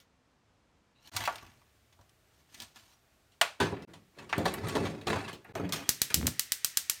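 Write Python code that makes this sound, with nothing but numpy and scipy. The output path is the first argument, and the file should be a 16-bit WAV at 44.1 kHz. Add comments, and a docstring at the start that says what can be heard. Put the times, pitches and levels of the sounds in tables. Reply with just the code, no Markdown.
"""A small quiet kitchen, a phone close by: a cast-metal sandwich press is clapped shut on a steel worktop,
carried to a gas hob, set on the trivet and turned; blows and rough sliding ring its modes and its support. Then
the gas knob is pushed and turned, the igniter makes pressure snaps eight times a second under the press, and
hissing gas catches with a low flutter of shaped noise and a few pops, each a shaped click. A faint hush and the
room's noise-like echo surround it all; the sound drops out for a moment three times."""
import sys
import numpy as np
from scipy import signal
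from scipy.fft import rfft, irfft
from scipy.io import wavfile
from scipy.ndimage import uniform_filter1d

SR = 44100
rng = np.random.default_rng(int(sys.argv[2]) if len(sys.argv) > 2 else 0)


def unload_audio(sound):
    """Save the sound as a 16-bit wav file, at the path given as the first command line argument."""
    columns = np.transpose(np.atleast_2d(sound))
    # keep every value between -1 and 1, then stretch to whole-number steps
    steps = np.round(np.clip(columns, -1, 1) * 32767)
    wavfile.write(sys.argv[1], SR, steps.astype(np.int16))


N = 308700

KNOB_S = 5.53  # from here on the hand works the gas knob

# ring of the cast-metal press: hz, level_db, t60_s
PRESS_MODES = [(688, 2, 0.1), (771, 2, 0.075), (900, -3, 0.1), (979, 4, 0.074), (1135, 2, 0.11),
               (1417, -6, 0.17), (1738, -2.5, 0.12), (1796, -6, 0.1), (2012, -0.5, 0.08), (2285, -1, 0.08),
               (2509, 1, 0.08), (2673, -2, 0.089), (2990, -3.5, 0.054), (3380, -5, 0.07), (3874, -7, 0.08),
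               (4690, -10.5, 0.06)]
# ring of the gas knob and fascia: hz, level_db, t60_s
KNOB_MODES = [(684, 2, .07), (973, -3.5, .06), (1250, -1, .06), (1690, -4, .06), (2150, 2, .05),
              (2440, 2, .05), (2880, -4, 0.043), (3250, -6, .09), (3820, -5, .04), (4460, -2, .03)]
# moments when the sound drops out: from_s, to_s
DROPOUTS = [(1.097, 1.115), (3.852, 3.872), (5.526, 5.534)]


def undb(db):
    """Decibels to an amplitude ratio."""
    return 10 ** (np.asarray(db) / 20)


def unit(x):
    """Scale to unit energy."""
    return x / np.sqrt(np.sum(x ** 2))


def through(x, response):
    """Pass a signal through an impulse response."""
    return signal.fftconvolve(x, response)[:N]


def high_pass(x, order, hz):
    """Take away what lies below hz."""
    return signal.sosfilt(signal.butter(order, hz, "high", fs=SR, output="sos"), x)


def colour(spectrum, size=1024):
    """Causal response of unit energy with the given spectrum (folded cepstrum)."""
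    hz, db = np.transpose(spectrum)
    bins_hz = np.arange(size // 2 + 1) * SR / size
    wanted_db = np.interp(np.log(bins_hz + 1), np.log(hz), db)
    cepstrum = irfft(np.log(undb(wanted_db)))
    cepstrum[1:size // 2] *= 2
    cepstrum[size // 2 + 1:] = 0
    return unit(irfft(np.exp(rfft(cepstrum))))


def tail(noise_db, t60):
    """A fading noise of the given energy."""
    t = np.arange(SR // 2) / SR
    fade = np.exp(-np.log(1000) * t / t60)
    return undb(noise_db) * unit(rng.standard_normal(len(t)) * fade)


def fading(power, t60):
    """Fresh noise whose power follows the input and dies away after it."""
    keep = 10 ** (-6 / (t60 * SR))
    smooth = signal.lfilter([1 - keep], [1, -keep], power)
    return np.sqrt(smooth + 1e-20) * rng.standard_normal(len(power))


def grains(scatter_db, size=N):
    """Noise whose samples have a long-tailed size: asperities that catch and let go."""
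    grain_db = scatter_db * np.minimum(rng.exponential(size=size), 4)
    x = rng.standard_normal(size) * undb(grain_db)
    return x / x.std()


def bank(modes):
    """One fading sine per mode, a row each."""
    hz, db, t60 = np.transpose(modes)[:, :, None]
    t = np.arange(SR // 4) / SR
    return undb(db) * np.exp(-np.log(1000) * t / t60) * np.sin(2 * np.pi * hz * t)


def shifting(x, modes, scatter_db, drift, hop=2048):
    """The contact point wanders: each stretch of force meets the modes with new strengths and pitches."""
    seats = []  # six contact points, each with slightly moved pitches
    for d in rng.standard_normal((6, len(modes))):
        moved = np.c_[1 + drift * d, np.ones((len(d), 2))]
        seats.append(bank(np.array(modes) * moved))
    out, x = np.zeros(N + SR), np.append(x, np.zeros(2 * hop))
    chance = rng.standard_normal((N // hop + 1, len(modes)))
    choice = rng.integers(6, size=len(chance))
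    for i, seat, gains in zip(range(0, N, hop), choice, chance):
        stretch = x[i:i + 2 * hop]
        if stretch.any():
            ring = unit(undb(scatter_db * gains) @ seats[seat])
            y = signal.fftconvolve(stretch * np.hanning(2 * hop), ring)
            out[i:i + len(y)] += y
    return out[:N]


def kitchen():
    """The hush of the room is coloured noise that swells slowly, with less treble until the first drop-out ends."""
    # the hush at first: hz, level_db per Hz (relative)
    early_hush = [(15, -22), (25, 1.5), (86, -7.5), (275, -14), (379, -18), (524, -17), (600, -20),
                  (974, -20), (7000, -35), (12000, -46), (16000, -58)]
    # the hush afterwards: hz, level_db per Hz (relative)
    later_hush = [(15, -54), (25, -2), (119, -6), (165, -14.5), (400, -15.5), (568, -20), (633, -15.5),
                  (1000, -23), (1110, -20), (1710, -21.5), (10000, -31), (15600, -34), (16100, -52)]
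    early_db, later_db = -67.5, -67.5
    steps = np.repeat(rng.standard_normal(N // 4000 + 1), 4000)[:N]
    swell = uniform_filter1d(steps, size=4000)
    air = rng.standard_normal(N) * undb(0.53 * swell)
    early = undb(early_db) * through(air, colour(early_hush, size=4096))
    later = undb(later_db) * through(air, colour(later_hush, size=4096))
    return np.where(np.arange(N) < DROPOUTS[0][1] * SR, early, later)


def blows():
    """Each blow rings its own part of the press or knob, and forces the support and the rough faces."""
    # blows of metal on metal: start_s, ring_db, thud_db above ring, grit_db above ring,
    # centre_hz (loudest part of the ring), chatter_ms (time constant of the contact)
    hits = [(0.001, -61.5, 5, 2, 2750, 13), (1.074, -50.5, -15, 1.5, 2170, 2.7),
            (1.147, -41, -16, -14, 1100, 4.5), (1.165, -25.5, -40, 1, 1910, 4.6),
            (1.205, -33, -25, -10, 1500, 15), (1.238, -30, -24, -9, 1770, 3.8),
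            (1.252, -31, -33, -18, 3400, 10.6), (1.276, -13.5, -42, -18, 940, 1.9),
            (1.335, -47, -20, -15, 1500, 4), (1.357, -38, -15, -4, 2000, 2.1),
            (1.382, -41, -17, -20, 2410, 2.5), (1.425, -46.5, 6, -16, 900, 6.8),
            (1.465, -52, -10, -9, 2000, 4), (1.499, -62, -5, -5, 2270, 3.3),
            (1.517, -58, -15, -10, 1500, 2.7), (1.617, -56, -21, -16, 1160, 3.6),
            (1.926, -61.5, -12, -4, 2230, 9.1), (1.991, -51.5, 6, -22, 437, 4.3),
            (2.012, -58, -2, -6, 480, 5), (2.094, -64.5, -15, 6, 1140, 2.8),
            (2.544, -44.5, -26, -7, 3520, 4.2), (2.602, -39.5, -21, -3, 2600, 3.4),
            (2.619, -44, -7, -1.5, 2520, 9.2), (2.759, -51, -9, -6, 1690, 15),
            (3.319, -71, -10, 3, 1670, 21), (3.4123, -14.5, -30, -4, 2200, 2.5),
            (3.4147, -13.5, -27, -5.5, 1150, 4.1), (3.601, -24.5, -2, -9.5, 1080, 36.5),
            (3.724, -35, 5, -45, 700, 8.1), (3.822, -57.5, 1, 3, 1420, 12), (3.876, -68, 3, -25, 960, 5),
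            (3.935, -51, -8, -2.5, 1320, 15), (4.186, -43, -13.5, -11.5, 1795, 8.8),
            (4.293, -44.5, -9, -8, 1500, 28), (4.328, -19.5, -19.5, -22, 1450, 6.5),
            (4.379, -31.5, 1.5, -14.5, 700, 18.5), (4.454, -28.5, -6, -12.5, 900, 16),
            (4.539, -31, -23, -11, 1500, 3.5), (4.685, -35.5, -26, -13, 1410, 6.7),
            (4.752, -26.5, -2, -11.5, 830, 10.8), (4.77, -21, 3, -19, 705, 1.1),
            (4.853, -34.5, -22, -13, 1550, 16), (5.013, -49, -14, -11, 2290, 7.9),
            (5.07, -27, -2, -7.5, 900, 6.5), (5.08, -30.5, -12, -14, 2600, 4),
            (5.13, -22, -7.5, -18, 1100, 3.9), (5.159, -29.5, -6, -15, 790, 10),
            (5.28, -40, -31, -8, 1500, 17), (5.329, -49, 7.5, 2, 3060, 14),
            (5.447, -47.5, -29, -40, 1400, 15), (5.552, -30, -15, -14.5, 754, 9.1),
            (5.598, -36, 5, -23, 900, 10), (5.629, -48, 17.5, -25, 700, 8.6),
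            (5.692, -42, -12, -5, 900, 7.1), (5.723, -35, -27, 6, 2450, 12.3),
            (5.741, -41, -15, -12, 1500, 4), (5.762, -41, -13, -6, 2500, 11),
            (6.102, -35.5, -7.5, -9, 1910, 16)]
    ring_fall_db, soft_fall = 3, 0.21  # fade per octave squared off centre; more dB for each dB less grit
    # first strike above the chatter at clean_ms; weaker for each doubling of chatter time
    strike_at_clean_db, strike_fall_db, clean_ms = -2.5, 5, 5.2
    hard_db, hard_gain = -25.5, 2.6  # blows above this level land cleaner, by this many dB per dB
    clank_bands_hz = (250, 400, 600, 850, 1200, 1700, 2400, 4800, 9600)
    clangs, force, t = np.zeros(N + SR), np.zeros((2, N)), np.arange(SR // 8) / SR
    for s, db, thud_db, grit_db, centre_hz, ms in hits:
        i, ms = int(s * SR), max(ms, .3)
        narrow_db = max(ring_fall_db - soft_fall * grit_db, 1)
        strike_db = strike_at_clean_db - strike_fall_db * np.log2(ms / clean_ms)
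        strike_db += hard_gain * max(db - hard_db, 0)
        chatter = np.exp(-1000 * t / ms)
        force[:, i:i + len(t)] += np.outer(undb(db + np.array([thud_db, grit_db])), chatter)

        modes = np.array(KNOB_MODES if s > KNOB_S else PRESS_MODES)
        hz = modes[:, 0] * (1 + 0.012 * rng.standard_normal(len(modes)))  # the grip shifts the pitches a little
        mode_db = 2.5 * rng.standard_normal(len(hz)) - narrow_db * np.log2(hz / centre_hz) ** 2
        ring = unit(undb(mode_db) @ bank(np.c_[hz, modes[:, 1:]]))

        # many weak modes between the strong ones blur into a short clank
        floor_hz = min(500, .7 * centre_hz)
        spectrum = [(f, -narrow_db * np.log2(f / centre_hz) ** 2 - 40 * (f < floor_hz)) for f in clank_bands_hz]
        clank = through(tail(0.0, 0.045)[:SR // 4], colour(spectrum))[:SR // 4]

        size = np.sqrt(np.sum(chatter ** 2))
        push = chatter * grains(2.8, size=len(t)) + undb(strike_db) * size * (t == 0)
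        y = through(push, ring + clank)
        clangs[i:i + len(y)] += undb(db) * size * unit(y)
    return clangs[:N], force


def shoves():
    """Each shove builds up, then dies away; gives the force on the press or knob, the support and the rough faces."""
    # sliding shoves: full_s (moment of full force), rise_s, t60_s, push_db, rumble_db above push, grit_db above push
    slides = [(1.085, 0.11, 0.5, -73, 7, 11), (1.168, 0.11, 0.83, -56, 10.5, 7),
              (1.449, 0.15, 0.3, -69.5, 7, -4), (2.384, 0.11, 0.5, -83, 17, 10),
              (2.61, 0.17, 0.31, -67, 9.5, 11.5), (2.768, 0.034, 0.75, -75.5, 4, 11),
              (2.93, 0.1, 0.1, -83, 3, 11), (3.608, 0.021, 0.62, -56, 17.5, -25),
              (3.792, 0.15, 0.5, -65.5, 16, -20), (3.939, 0.086, 0.35, -79, 18.5, 2),
              (4.188, 0.066, 1, -63.5, 13.5, -2), (4.401, 0.078, 1.5, -55.5, 20, -5.5),
              (4.47, 0.049, 0.19, -43.5, 1, 1), (4.641, 0.1, 0.7, -55.5, 15.5, -0.5),
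              (4.689, 0.022, 0.13, -49, -7, 6.5), (4.759, 0.044, 0.92, -53, 19.5, -1.5),
              (4.9, 0.15, 0.07, -62.5, 22, 7), (5.092, 0.04, .5, -41.5, 11.5, -3),
              (5.29, 0.023, 0.18, -63.5, 10.5, -6), (5.5, 0.064, 1, -73, 20, -14),
              (5.559, 0.011, 0.38, -53, 14, -4.5), (5.65, 0.074, .5, -67.5, 27, -27),
              (5.728, 0.017, 0.43, -49.5, 7, 4.5)]
    t, force = np.arange(N) / SR, np.zeros((3, N))
    for s, rise, t60, db, rumble_db, grit_db in slides:
        build = np.clip(1 + (t - s) / rise, 0, 1) ** 2
        shape = build * undb(-60 * np.maximum(t - s, 0) / t60)
        force += np.outer(undb(db + np.array([0, rumble_db, grit_db])), shape)
    return force


def metal():
    """Rough contact rings the press, the knob and what stands below; the finest grains sound as grit."""
    # ring of the steel worktop: hz, level_db, t60_s
    worktop_modes = [(70, -1, 0.069), (101.5, -5, 0.24), (142.5, -4, 0.054), (245, -1.5, 0.049),
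                     (304, -9.5, 0.079)]
    # ring of the gas hob: hz, level_db, t60_s
    hob_modes = [(100, -8.5, 0.25), (123, -7.5, 0.18), (177, -1, 0.18), (218.5, 2, 0.074), (279.5, 2, 0.13),
                 (346, -0.5, 0.11), (384.4, 1, 0.086), (430, 1, 0.05), (523, -5.5, 0.078)]
    # small parts (hinge, rivets, trivet tips): hz, level_db, t60_s
    fitting_modes = [(3704, -2, 0.033), (4050, 0.5, 0.033), (4410, 0.5, 0.03), (5130, -2, 0.021),
                     (5663, -1, 0.039), (6476, -1.5, 0.036), (6970, -6, .03), (7400, -5.5, 0.021),
                     (8430, -4.5, .03), (9300, -4.5, .03)]
    # grit of steel on steel: hz, level_db per Hz (relative)
    steel_grit = [(1760, -37), (3000, -1), (4980, -5), (6440, -6.5), (6960, -11.5), (14800, -14.5),
                  (16000, -43), (16500, -39)]
    # grit on the enamelled trivet: hz, level_db per Hz (relative)
    enamel_grit = [(1760, -24), (3000, 2.5), (4540, -7.5), (4980, -13.5), (5780, -12), (9600, -16.5),
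                   (11000, -23), (13500, -26), (15800, -36), (16500, -41.5)]
    on_hob_s = 3.2
    rattles_per_s, rattle_db = 110, 18  # loose parts knock in the slide; size above the sliding force
    t = np.arange(N) / SR
    on_hob, at_knob = t > on_hob_s, t >= KNOB_S
    on_trivet = on_hob & (t < KNOB_S)

    clangs, (thud, grit) = blows()
    push, rumble, scrape = shoves()
    k = SR // 90  # sliding faces catch and slip some ninety times a second
    catches = np.repeat(rng.standard_normal(N // k + 1), k)[:N]
    slips = undb(3.0 * uniform_filter1d(catches, size=60))
    rough = grains(4.8)
    rub = push * slips * rough
    thud = (thud + rumble * np.sqrt(slips)) * grains(1.7)  # the heavy support smooths the slips
    grit = (grit + scrape * slips) * rough

    press_ring = shifting(rub * ~at_knob, PRESS_MODES, 7.0, .015, hop=1024)
    knob_ring = shifting(rub * at_knob, KNOB_MODES, 5.0, .02, hop=1024)
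    grind_colour = colour([(300, -13.5), (700, 14), (2500, 7.5), (4500, -8), (8000, -34)])
    grind = undb(5.0) * (press_ring + knob_ring) + undb(5.5) * through(rub, grind_colour)

    support = shifting(thud * on_hob, hob_modes, 3.5, 0.039)
    support = support + shifting(thud * ~on_hob, worktop_modes, 3.7, 0.031)
    support = high_pass(support, 2, 75)

    # small parts ring briefly in the grit and in the knocks
    tinkle = undb(-5.5) * shifting(grit, fitting_modes, 6.5, .02, hop=1024)
    knocks = (rng.random(N) < rattles_per_s / SR) * rng.standard_normal(N) * undb(rattle_db) * ~at_knob
    tinkle = tinkle + shifting(knocks * scrape, fitting_modes, 8.0, .03, hop=512)
    tinkle = tinkle + shifting(knocks * push, PRESS_MODES[4:], 8.0, 0.023, hop=512)

    scratch = through(grit * ~on_trivet, colour(steel_grit)) + through(grit * on_trivet, colour(enamel_grit))
    press = high_pass(clangs + grind + scratch + tinkle, 6, 560)  # the ring, grind, grit and tinkle of the press keep nothing below 560 Hz
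    return press + support


def curve(table):
    """Columns along time, and an edge that is silent outside the table."""
    s, *columns = np.transpose(table)
    t = np.arange(N) / SR
    edge = np.clip(np.minimum(t - s[0], s[-1] - t) / .01, 0, 1)
    return edge, [np.interp(t, s, c) for c in columns]


def hinge():
    """Stick-slip in the hinge pin excites two gliding, wavering partials."""
    # squeak as the lid swings: time_s, pitch_hz, level_db (before the waver)
    squeak_path = [(.95, 2690, -73), (1.02, 2780, -76), (1.06, 2950, -63), (1.097, 2900, -72)]
    edge, (hz, db) = curve(squeak_path)
    phase = 2 * np.pi * np.cumsum(hz) / SR
    waver = 12 * uniform_filter1d(rng.standard_normal((2, N)), size=120, axis=1)
    partials = waver[0] * np.sin(phase) + waver[1] * np.sin(1.44 * phase)
    return edge * undb(db) * partials


def squeaks():
    """A face sticks and sings: each squeak is a wavering tone under a smooth swell."""
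    # brief squeaks: start_s, length_s, pitch_hz, level_db (pitch and level before the waver)
    cries = [(1.197, .05, 3250, -50), (1.33, .03, 3200, -58), (4.638, 0.048, 1260, -42),
             (4.7, 0.022, 2550, -44), (4.85, .03, 4300, -49), (5.157, 0.028, 2650, -44),
             (5.21, 0.023, 2640, -49), (5.245, .02, 2620, -52), (5.285, 0.025, 1130, -41),
             (5.285, 0.023, 2140, -47), (5.825, .06, 3250, -56)]
    out = np.zeros(N)
    for s, length, hz, db in cries:
        t = np.arange(int(length * SR)) / SR
        waver = uniform_filter1d(rng.standard_normal((2, SR // 10)), size=200, axis=1)[:, :len(t)]
        phase = 2 * np.pi * np.cumsum(hz * (1 + 0.15 * waver[0])) / SR
        loudness = undb(db + 38 * waver[1]) * np.hanning(len(t))
        out[int(s * SR):][:len(t)] += loudness * np.sin(phase)
    return out


def ticks():
    """A short scratch rings the tips of the trivet, thin and high."""
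    # scratches on the tips: start_s, force_db
    scratches = [(4.381, -42), (4.454, -46), (4.539, -34.5), (4.684, -44), (4.764, -50), (4.855, -52),
                 (5.092, -50), (5.445, -63)]
    # ring of the trivet tips: hz, level_db, t60_s
    tip_modes = [(8770, 0, 0.037), (9550, 0, .025), (11700, -3, .03), (12300, -2, 0.017), (13200, -4, .02),
                 (14600, -7, .015)]
    fade_ms = 3.8
    force, t = np.zeros(N), np.arange(SR // 10) / SR
    for s, db in scratches:
        force[int(s * SR):][:len(t)] += undb(db) * np.exp(-1000 * t / fade_ms)
    force = force * grains(2.4)
    hash_colour = colour([(4000, -27), (7500, -2), (12000, 3.0), (15800, -10), (16500, -32)])
    return shifting(force, tip_modes, 3.5, .02) + undb(-1.0) * through(force, hash_colour)


def burner():
    """Gas hisses from the ports; as it lights the flame front flutters low and pops."""
    # hiss of the gas: hz, level_db per Hz (relative)
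    gas_hiss = [(120, -38), (200, -14), (860, -12), (1520, -1.5), (1900, 8), (2210, 3.5), (5870, -3.5),
                (15000, -14), (16500, -45)]
    # gas pockets lighting: start_s, level_db (before a common lift)
    pockets = [(6.213, -30), (6.229, -28.5), (6.258, -31), (6.279, -23.5)]
    gas_db, gas_on_s, gas_rise_s, pop_lift_db = -56.5, 5.8, 0.088, 11.5
    # the flutter grows by swell_db up to its peak, then dies away
    flame_db, flame_on_s, flame_peak_s, swell_db, flame_t60_s = -31, 6.15, 6.285, 6, 0.065
    t = np.arange(N) / SR
    opening = np.clip((t - gas_on_s) / gas_rise_s, 0, 1)
    hiss = undb(gas_db) * opening * through(rng.standard_normal(N), colour(gas_hiss))

    edge = np.clip((t - flame_on_s) / 0.016, 0, 1)
    growth_db = -swell_db * np.maximum(flame_peak_s - t, 0) / (flame_peak_s - flame_on_s)
    decay_db = -60 * np.maximum(t - flame_peak_s, 0) / flame_t60_s
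    flame_colour = colour([(30, -43), (70, 4.5), (130, -3.5), (280, -4), (500, -20.5), (1200, -42)], size=4096)
    flutter = edge * undb(flame_db + growth_db + decay_db) * through(grains(1.8), flame_colour)

    pops = np.zeros(N)
    for s, db in pockets:
        pops[int(s * SR)] = undb(db + pop_lift_db)
    pop_colour = colour([(100, -57), (500, 5), (2000, 3), (6000, -19), (16000, -40)])
    return hiss + flutter + through(pops, pop_colour)


def igniter():
    """Each spark is a short pressure jump with echoes, a dull thump and a hash of echoes under the press."""
    # strength of each snap in turn: level_db
    strengths_db = [-4.5, -6.5, -4, -9, -9, -9, -8, -6.5, -8.5]
    # burner cap, press underside and hob top return the snap: delay_ms, level_db, brightness (0-1)
    reflections = [(0, -3, .2), (.7, 3, .75), (.85, -3, .9), (1.5, -3, .4), (1.7, -2, .5), (2.45, -6, .35),
                   (2.7, -8, .4), (5.1, -10, .95)]
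    # hash in the gap under the press: hz, level_db per Hz (relative)
    gap_ring = [(180, -28), (300, -16), (343, -14), (780, -18), (892, -4.5), (1040, -12), (1270, -3),
                (1690, 5), (2320, 5), (3840, 6.5), (6300, 8.5), (12500, 7), (15600, 3), (16200, -19)]
    first_s, period_s, lit_s = 5.8913, .12578, 6.2
    unlit_thump_db, lit_thump_db = -19.5, -30.5  # thump drive above snap, before and after the gas is lit
    snaps, thumps = np.zeros(N), np.zeros(N)
    for s, db in zip(np.arange(first_s, N / SR, period_s), strengths_db):
        thump_db = lit_thump_db if s > lit_s else unlit_thump_db
        snaps[int(s * SR)] = undb(db)
        thumps[int(s * SR)] = undb(db + thump_db)

    t, echoes = np.arange(SR // 100) / SR, 0
    for ms, db, bright in reflections:
        u = (t - (ms + .1) / 1000) * (15000 + 45000 * bright)  # a brighter echo is a narrower pulse
        echoes = echoes + undb(db) * (u ** 2 - 1 + 0.64 * u) * np.exp(-u ** 2 / 2)

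    late = np.roll(snaps, int(0.00026 * SR)) ** 2
    lingering = undb(5) * fading(late, .02) + undb(3.5) * fading(late, 0.091)
    gap = through(lingering, colour(gap_ring))

    n = np.arange(800)
    thump = np.sin(2 * np.pi * 160 * n / SR) * np.exp(-n / (0.00064 * SR))
    return through(snaps, echoes) + gap + 4.14 * through(thumps, thump)


def room(x):
    """Diffuse kitchen echo: each half-octave band lingers as noise at its own pace."""
    # how long the kitchen lingers: hz, t60_s
    reverberation = [(200, 0.3), (800, 0.27), (2500, 0.28), (6000, 0.29), (12000, 0.21)]
    echo_db = -9.5
    hz, t60 = np.transpose(reverberation)
    out = 0
    for f in 125 * 2 ** np.arange(0, 7.1, .5):
        edges_hz = [f / 2 ** .25, min(f * 2 ** .25, 16000)]
        band = signal.butter(2, edges_hz, "band", fs=SR, output="sos")
        echo = fading(signal.sosfilt(band, x) ** 2, np.interp(np.log(f), np.log(hz), t60))
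        out = out + signal.sosfilt(band, echo) * np.sqrt(SR / f)
    return undb(echo_db) * np.append(np.zeros(150), out)[:N]  # the echo starts 150 samples late


def scene():
    """All the near sources, their echo in the room and the hush of the kitchen."""
    near = metal() + ticks() + hinge() + squeaks() + igniter() + burner()
    return (near + room(near) + kitchen())[None]


def record(dry):
    """The microphone loses deep bass and dips in the high treble; the sound drops out three times; the top ends steeply."""
    bass_hz, top_hz = 55, 16800
    dip_hz, dip_width_hz, dip_share = 10400, 900, 0.4
    t, gate = np.arange(N) / SR, 1
    for off, on in DROPOUTS:
        # down within 3 ms, back within 10 ms, 40 dB lower in between
        gate = gate * np.clip(np.maximum((off - t) / .003, (t - on) / .01), .01, 1)
    mic = high_pass(dry, 3, bass_hz)
    mic = mic - dip_share * signal.lfilter(*signal.iirpeak(dip_hz, dip_hz / dip_width_hz, fs=SR), mic)
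    return signal.sosfilt(signal.ellip(10, .5, 80, top_hz, fs=SR, output="sos"), mic * gate)


dry = scene()
out = record(dry)
unload_audio(out)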